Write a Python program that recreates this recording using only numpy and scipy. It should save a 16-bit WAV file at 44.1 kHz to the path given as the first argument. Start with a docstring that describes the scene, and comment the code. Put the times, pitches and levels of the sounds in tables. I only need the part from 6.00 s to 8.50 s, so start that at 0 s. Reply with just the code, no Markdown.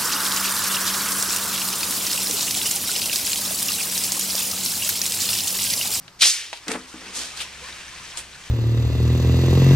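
"""A garden table in front of a wooden fence, with a microphone pair close to a shaken soda bottle.
The cap is cracked open: gas hisses through the thread and spray slaps the hand. The plastic clicks,
the cap knocks the hollow neck as it is twisted shut, and the bottle rocks on the ringing table top.
Spilt soda patters and fizzes on, with wet spurts and a glug. Table, planter and fence throw back
short echoes; a faint hum and rumble lie far behind."""
import sys
import numpy as np
from scipy import signal
from scipy.fft import rfft, irfft
from scipy.io import wavfile

SR = 44100
rng = np.random.default_rng(int(sys.argv[2]) if len(sys.argv) > 2 else 0)


def pcm_store(signal):
    """Save signal as 16-bit PCM."""
    levels = np.round(np.clip(np.atleast_2d(signal), -1, 1) * 32767)
    wavfile.write(sys.argv[1], SR, levels.astype(np.int16).T)


N = 110250
T = np.arange(N) / SR
HZ = np.maximum(np.fft.rfftfreq(2 * N, 1 / SR), 1)


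def undb(db):
    """Decibels to amplitude."""
    return 10 ** (np.asarray(db) / 20)


def unit(x):
    """Scale to rms 1."""
    return x / np.sqrt(np.mean(x ** 2) + 1e-20)


def curve(rows):
    """Points joined by straight lines in time."""
    times, values = np.transpose(rows)
    return np.interp(T, times, values)


def across(points):
    """Points joined on a log-frequency axis."""
    hz, values = np.transpose(points)
    return np.interp(np.log(HZ), np.log(hz), values)


def filtered(x, response):
    """Apply a frequency response given on HZ."""
    return irfft(rfft(x, 2 * N) * response)[..., :N]


def colour(points, tilt_db=0):
    """Causal filter of unit power from a spectrum and a tilt per octave above 200 Hz."""
    gain = unit(undb(across(points) + tilt_db * np.log2(np.maximum(HZ, 200))))
    cepstrum = irfft(np.log(gain))[:N]
    cepstrum[0] /= 2
    return np.exp(rfft(2 * cepstrum, 2 * N))


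def focused(response, hz, lift_db, octaves=0.38):
    """Lift one broad resonance out of a filter and scale to unit power."""
    lifted = response * undb(lift_db * np.exp(-.5 * (np.log2(HZ / hz) / octaves) ** 2))
    return lifted / np.sqrt(np.mean(np.abs(lifted) ** 2))


def noise():
    """White noise, rms 1."""
    return rng.standard_normal(N)


def walk(hz):
    """Smooth random motion, spread 1."""
    return unit(filtered(noise(), np.exp(-(HZ / hz) ** 2)))


def grains(per_s, spread_db):
    """Random tiny impacts of uneven strength."""
    happens = rng.random(N) < per_s / SR
    signs = rng.choice([-1, 1], N)
    strength = undb(spread_db * np.minimum(rng.exponential(size=N), 6))
    return unit(happens * signs * strength)


def swell(at, rise, decay):
    """Rounded rise to a peak, then exponential fall; times in seconds."""
    return np.exp(-(np.minimum(T - at, 0) / rise) ** 2 - np.maximum(T - at, 0) / decay)


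def ringing(modes, at):
    """Decaying modes set off at one moment."""
    age = np.maximum(T - at, 0)
    return sum(undb(db) * np.sin(2 * np.pi * hz * age) * np.exp(-np.log(1000) * age / t60)
               for hz, db, t60 in modes)


def wide(mid, side, side_db):
    """Spread a source between left and right; the bass stays near the middle."""
    spread = undb(side_db) * np.sqrt((HZ + 200) / (HZ + 2560))
    total = np.sqrt(1 + spread ** 2)
    return filtered(mid, 1 / total) + filtered(side, spread / total) * np.array([[1], [-1]])


def garden(hum_hz=64.8, hum_width_hz=6.4):
    """Quiet outdoor air all round, with a low hum and rumble from far off."""
    # Spectra of the air and the rumble. Each row: frequency in Hz, relative level in dB.
    air_colour = [(25, -6), (100, -3), (180, -23), (300, -9), (480, -11), (1160, -6), (3000, -20),
                  (5000, -12), (9000, -23), (14000, -28)]
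    rumble_colour = [(20, -6), (45, -8), (100, -10), (150, 0.5), (220, -7.5), (500, -25), (2000, -59)]
    # Drift of the hum and the rumble. Each row: time in seconds, level in dB.
    hum_levels = [(0, -74), (0.25, -59), (0.45, -83), (0.75, -65), (1.2, -59), (2.0, -53), (2.5, -61.5)]
    rumble_levels = [(0, -54), (0.5, -69.5), (1.0, -62), (1.5, -55), (2.1, -54), (2.5, -57.5)]
    air = filtered(wide(noise(), noise(), side_db=-3), colour(air_colour))
    hum = unit(filtered(noise(), 1 / (1 + (2 * (HZ - hum_hz) / hum_width_hz) ** 2)))
    rumble = filtered(noise(), colour(rumble_colour))
    return undb(-51.5) * air + undb(curve(hum_levels)) * hum + undb(curve(rumble_levels)) * rumble


def bubbles(per_s=320, centre_hz=2333, octaves_each_way=1.4, decay_cycles=20, pitch_rise=.08):
    """Small bubbles in the foam ring briefly and rise in pitch."""
    out = np.zeros((2, N))
    t = T[:2048]
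    for when, pitch, strength, pan in rng.random((int(per_s * N / SR), 4)):
        hz = centre_hz * 2 ** (octaves_each_way * (2 * pitch - 1))
        age = t * hz / decay_cycles
        glide = 1 + pitch_rise * np.tanh(age / 2)
        ring = np.sin(2 * np.pi * hz * t * glide) * np.exp(-age)
        gains = np.sqrt([[pan], [1 - pan]]) * undb(33 * strength) * np.sqrt(hz)
        start = int(when * (N - len(t)))
        out[:, start:start + len(t)] += gains * ring
    return unit(out)


def patter(drops_per_s=5000):
    """Spilt soda rains on table and ground while its foam bursts."""
    # Spectrum of the drops. Each row: frequency in Hz, relative level in dB.
    drop_colour = [(150, -32), (300, -12.5), (480, -11.5), (700, -11), (1100, -9), (1700, -3.5),
                   (2500, -1.5), (4200, -7), (6000, -7.5), (8700, -12), (10500, -17.5), (14000, -35.5)]
    # Course of drops and foam, faint before the spill. 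Each row: time in seconds, level in dB.
    levels = [(0.0, -54), (0.45, -71), (0.64, -45), (0.7, -52), (0.8, -45.5), (0.92, -46.5), (1.08, -40.5),
              (1.33, -40), (1.55, -41.5), (1.68, -38), (1.9, -40.5), (2.15, -39.5), (2.27, -44.5),
              (2.5, -41.5)]
    drops = wide(grains(drops_per_s, spread_db=0.5), grains(drops_per_s, spread_db=0.5), side_db=-6.5)
    wet = filtered(drops, colour(drop_colour)) + undb(-7.5) * bubbles()
    flicker_db = 0.51 * walk(hz=23)
    return wet * undb(curve(levels) + flicker_db)


def clicks():
    """The plastic of cap and bottle wall snaps: one sharp impulse and a short dry ring."""
    # Snaps. Each row: start in seconds, level in dB, tilt in dB per octave, resonance in Hz.
    snaps = [(0.08, -41, -5, 3700), (0.53, -31.5, -0.5, 2200), (0.535, -36, 0, 3600),
             (0.6818, -26.5, 3, 2140), (0.6841, -35, 0, 3980), (0.705, -34, -0.5, 2000),
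             (0.717, -27, 4, 2000), (0.737, -35, -5, 3530), (0.757, -31, -11, 1300), (1.4165, -30, 7, 4000),
             (2.173, -28, 1.5, 8300)]
    # Spectrum of the plastic. Each row: frequency in Hz, relative level in dB.
    plastic_colour = [(200, -28), (450, -16), (750, -9.5), (1300, 0), (2200, 3.5), (5000, 1), (9000, -4),
                      (14000, -27)]
    scale = np.sqrt(0.0034 * SR / N)  # gives the impulse the energy of 3.4 ms at rms 1
    out = 0
    for at, db, tilt, hz in snaps:
        impulse = unit(np.diff(T >= at, prepend=False) * 1.)
        ring = unit(wide(noise(), noise(), side_db=0) * swell(at, rise=0.00012, decay=0.0054))
        snap = scale * (impulse + undb(3.5) * ring)
        tone = focused(colour(plastic_colour, tilt), hz, lift_db=9)
        out = out + undb(db) * filtered(snap, tone)
    return out


def jet(opens_s=0.1897, opening_s=.003, shuts_s=0.59, shutting_s=0.044):
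    """Gas hisses through the cap's thread in surges, sputtering slightly as liquid chokes the gap."""
    # Surges as the seal lets go. Each row: peak time in seconds, level in dB, rise and decay in
    # seconds, tilt in dB per octave, resonance in Hz.
    surges = [(0.199, -38, 0.0038, 0.022, 2, 4500), (0.2135, -15.5, 0.0052, .003, 0.5, 3720),
              (0.2208, -7.5, 0.0031, 0.011, 1, 3700), (0.226, -9.5, 0.0023, 0.021, -2, 2900),
              (0.25, -19, .005, 0.027, -2, 4200), (0.276, -14, 0.044, .048, 3, 6260),
              (0.386, -31.5, 0.18, 0.11, -2.5, 2080)]
    # Spectrum of the hiss. Each row: frequency in Hz, relative level in dB.
    hiss_colour = [(60, -37), (250, -38), (600, -27), (1000, -22.5), (1400, -13), (1900, -8.5), (2800, -3),
                   (3700, -1), (5500, -2), (8500, -8), (10000, -8), (13500, -25.5)]
    sputter = unit(undb(0.5 * walk(hz=218)))
    gap = np.clip((T - opens_s) / opening_s, 0, 1) * np.exp(-np.maximum(T - shuts_s, 0) / shutting_s)
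    out = 0
    for at, db, rise, decay, tilt, hz in surges:
        gas = wide(noise(), noise(), side_db=-11) * gap * sputter * swell(at, rise, decay)
        tone = focused(colour(hiss_colour, tilt), hz, lift_db=4)
        out = out + undb(db) * filtered(gas, tone)
    return out


def splat():
    """The first sheet of spray slaps the hand with a dull flutter."""
    # Slaps. Each row: peak time in seconds, level in dB, rise and decay in seconds.
    slaps = [(0.225, -37, 0.0066, 0.016), (.268, -38.5, 0.026, 0.023)]
    # Spectrum of spray on skin. Each row: frequency in Hz, relative level in dB.
    slap_colour = [(40, -9), (150, -9), (280, -2), (500, -5), (1000, -1), (2500, -14), (10000, -40)]
    envelope = sum(undb(db) * swell(at, rise, decay) for at, db, rise, decay in slaps)
    return filtered(noise() * envelope, colour(slap_colour))


def knocks(low_cut_hz=450):
    """The cap is twisted shut and knocks the hollow neck, which is too small to carry bass."""
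    # Knocks of the cap. Each row: start in seconds, level in dB.
    strikes = [(0.5295, -33), (0.5355, -42.5)]
    # Modes of the neck. Each row: frequency in Hz, relative level in dB, seconds to fall 60 dB.
    neck_modes = [(662, 5.5, 0.034), (818, 6.5, 0.032), (943, -1, 0.095), (2020, -10, 0.068),
                  (2100, -24, .07)]
    tocks = sum(undb(db) * ringing(neck_modes, at) for at, db in strikes)
    return filtered(tocks, (1j * HZ / (1j * HZ + low_cut_hz)) ** 2)


def spurts(grains_per_s=12000):
    """Soda gushes in short bursts of dense fizz."""
    # Gushes. Each row: peak time in seconds, level in dB, rise and decay in seconds,
    # tilt in dB per octave, resonance in Hz.
    gushes = [(0.575, -39.5, 0.036, .01, 1, 3500), (0.72, -34, 0.035, 0.041, 0, 8550),
              (0.884, -45, 0.011, 0.12, 1.5, 6000), (1.17, -27.5, 0.026, 0.066, 2.3, 6640),
              (1.225, -37, 0.038, 0.071, -1, 3680), (1.376, -31.5, 0.0095, 0.011, 1, 4500),
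              (1.417, -28, 0.021, 0.021, 0.5, 2900), (1.692, -37, 0.0078, 0.011, -2.5, 1300),
              (2.189, -31.5, 0.02, 0.019, .3, 8800)]
    # Spectrum of the fizz. Each row: frequency in Hz, relative level in dB.
    fizz_colour = [(150, -51), (300, -7), (650, -5), (1400, -4), (2300, -4), (3200, -2.5), (4500, -3.5),
                   (6500, -7), (8800, -7.5), (10500, -11.5), (14000, -26.5)]
    fizz = wide(grains(grains_per_s, spread_db=3), grains(grains_per_s, spread_db=3), side_db=-3)
    out = 0
    for at, db, rise, decay, tilt, hz in gushes:
        tone = focused(colour(fizz_colour, tilt), hz, lift_db=7)
        out = out + undb(db) * filtered(fizz * swell(at, rise, decay), tone)
    return out


def bumps(rise_s=0.0086):
    """The bottle is let go: its feet thud and judder on the table, whose hollow top rings."""
    # Rocking. Each row: time in seconds, scrape level in dB, scrape decay in seconds, thud level in dB.
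    contacts = [(0.677, -34.5, 0.031, -60), (0.693, -36, 0.053, -57), (0.709, -36, 0.037, -38),
                (0.753, -32, 0.02, -37), (0.943, -42.5, 0.03, -41), (1.02, -46, 0.059, -54),
                (1.066, -46, 0.048, -61), (1.17, -46, 0.059, -51), (1.391, -52.5, 0.036, -68)]
    # Modes of the table top. Each row: frequency in Hz, relative level in dB, seconds to fall 60 dB.
    table_modes = [(183, -19, 0.16), (256, -0.5, 0.37), (313, 2, 0.19), (450.3, -2.5, 0.21), (705, -8, .1),
                   (850, -22, .12)]
    # Spectrum of the scrape. Each row: frequency in Hz, relative level in dB.
    scrape_colour = [(60, -25), (140, -14.5), (190, 3.5), (300, -1), (450, 1), (600, -8), (1300, -4),
                     (2400, -9.5), (5000, -28), (12000, -45)]
    ring = rfft(ringing(table_modes, 0), 2 * N)
    table_top = 1 + undb(6) * 1j * ring / np.abs(ring).max()
    judder = grains(per_s=4000, spread_db=2.3)
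    out = 0
    for at, scrape_db, decay, thud_db in contacts:
        tilt = -0.02 * (scrape_db + 40)  # softer scrapes are a touch brighter
        scrape = filtered(judder * swell(at, rise_s, decay), table_top * colour(scrape_colour, tilt))
        out = out + undb(scrape_db) * scrape + undb(thud_db) * ringing(table_modes, at)
    return out


def glugs():
    """Larger bubbles in the overflow, each a short rising note."""
    # Bubbles. Each row: peak time in seconds, pitch there in Hz, level in dB, climb in Hz per second.
    notes = [(1.628, 497, -41.5, 900), (1.641, 1025, -40.5, 1500)]
    out = 0
    for at, hz, db, climb in notes:
        note = np.sin(2 * np.pi * (T - at) * (hz + climb * (T - at) / 2))
        out = out + undb(db) * swell(at, rise=0.0086, decay=0.012) * note
    return out


def yard(x, t60_s=0.19, tail_db=-11):
    """Nearby surfaces send the microphones a few reflections and a short scattered tail."""
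    # Echoes from table, planter and fence. Each row: delay in seconds, dB against the direct sound.
    echoes = [(.0012, -34), (.0058, -23.5), (0.0117, -18.5)]
    early = 1 + sum(undb(db) * np.exp(-2j * np.pi * HZ * delay) for delay, db in echoes)
    tail = rng.standard_normal((2, N)) * swell(.008, rise=0.009, decay=t60_s / np.log(1000))
    scatter = rfft(unit(tail) / np.sqrt(N), 2 * N) * HZ / (HZ + 900)  # thin in the bass
    power = 1 + undb(tail_db) ** 2 + sum(undb(db) ** 2 for _, db in echoes)
    return filtered(x, early + undb(tail_db) * scatter) / np.sqrt(power)


def scene():
    """The bottle up close with its echoes, and the garden behind."""
    bottle = patter() + clicks() + jet() + splat() + knocks() + spurts() + bumps() + glugs()
    return yard(bottle) + garden()


def record(dry, ceiling=.85, top_hz=14150):
    """Two unlike microphone ports, a soft ceiling near full scale and a steep top cut."""
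    # Balance of the pair. Each row: frequency in Hz, left over right in dB.
    balance = [(60, 2), (2400, 1.5), (4400, 1.5), (6000, 0.5), (8000, -6.5), (9500, -3.5), (11500, 7),
               (14000, 4)]
    # Phase of the pair. Each row: frequency in Hz, lead of the left in radians.
    phase = [(100, 0), (4000, 0.5), (6000, 1.1), (7500, 1.73), (9000, 0.5), (11000, 4), (14000, 0.5)]
    half = np.array([[.5], [-.5]])
    ports = filtered(dry, undb(half * across(balance)) * np.exp(1j * half * across(phase)))
    held = ports / (1 + (ports / ceiling) ** 6) ** (1 / 6)
    top_cut = signal.ellip(10, .1, 60, top_hz, fs=SR, output="sos")
    return signal.sosfiltfilt(top_cut, held)


dry = scene()
out = record(dry)
pcm_store(out)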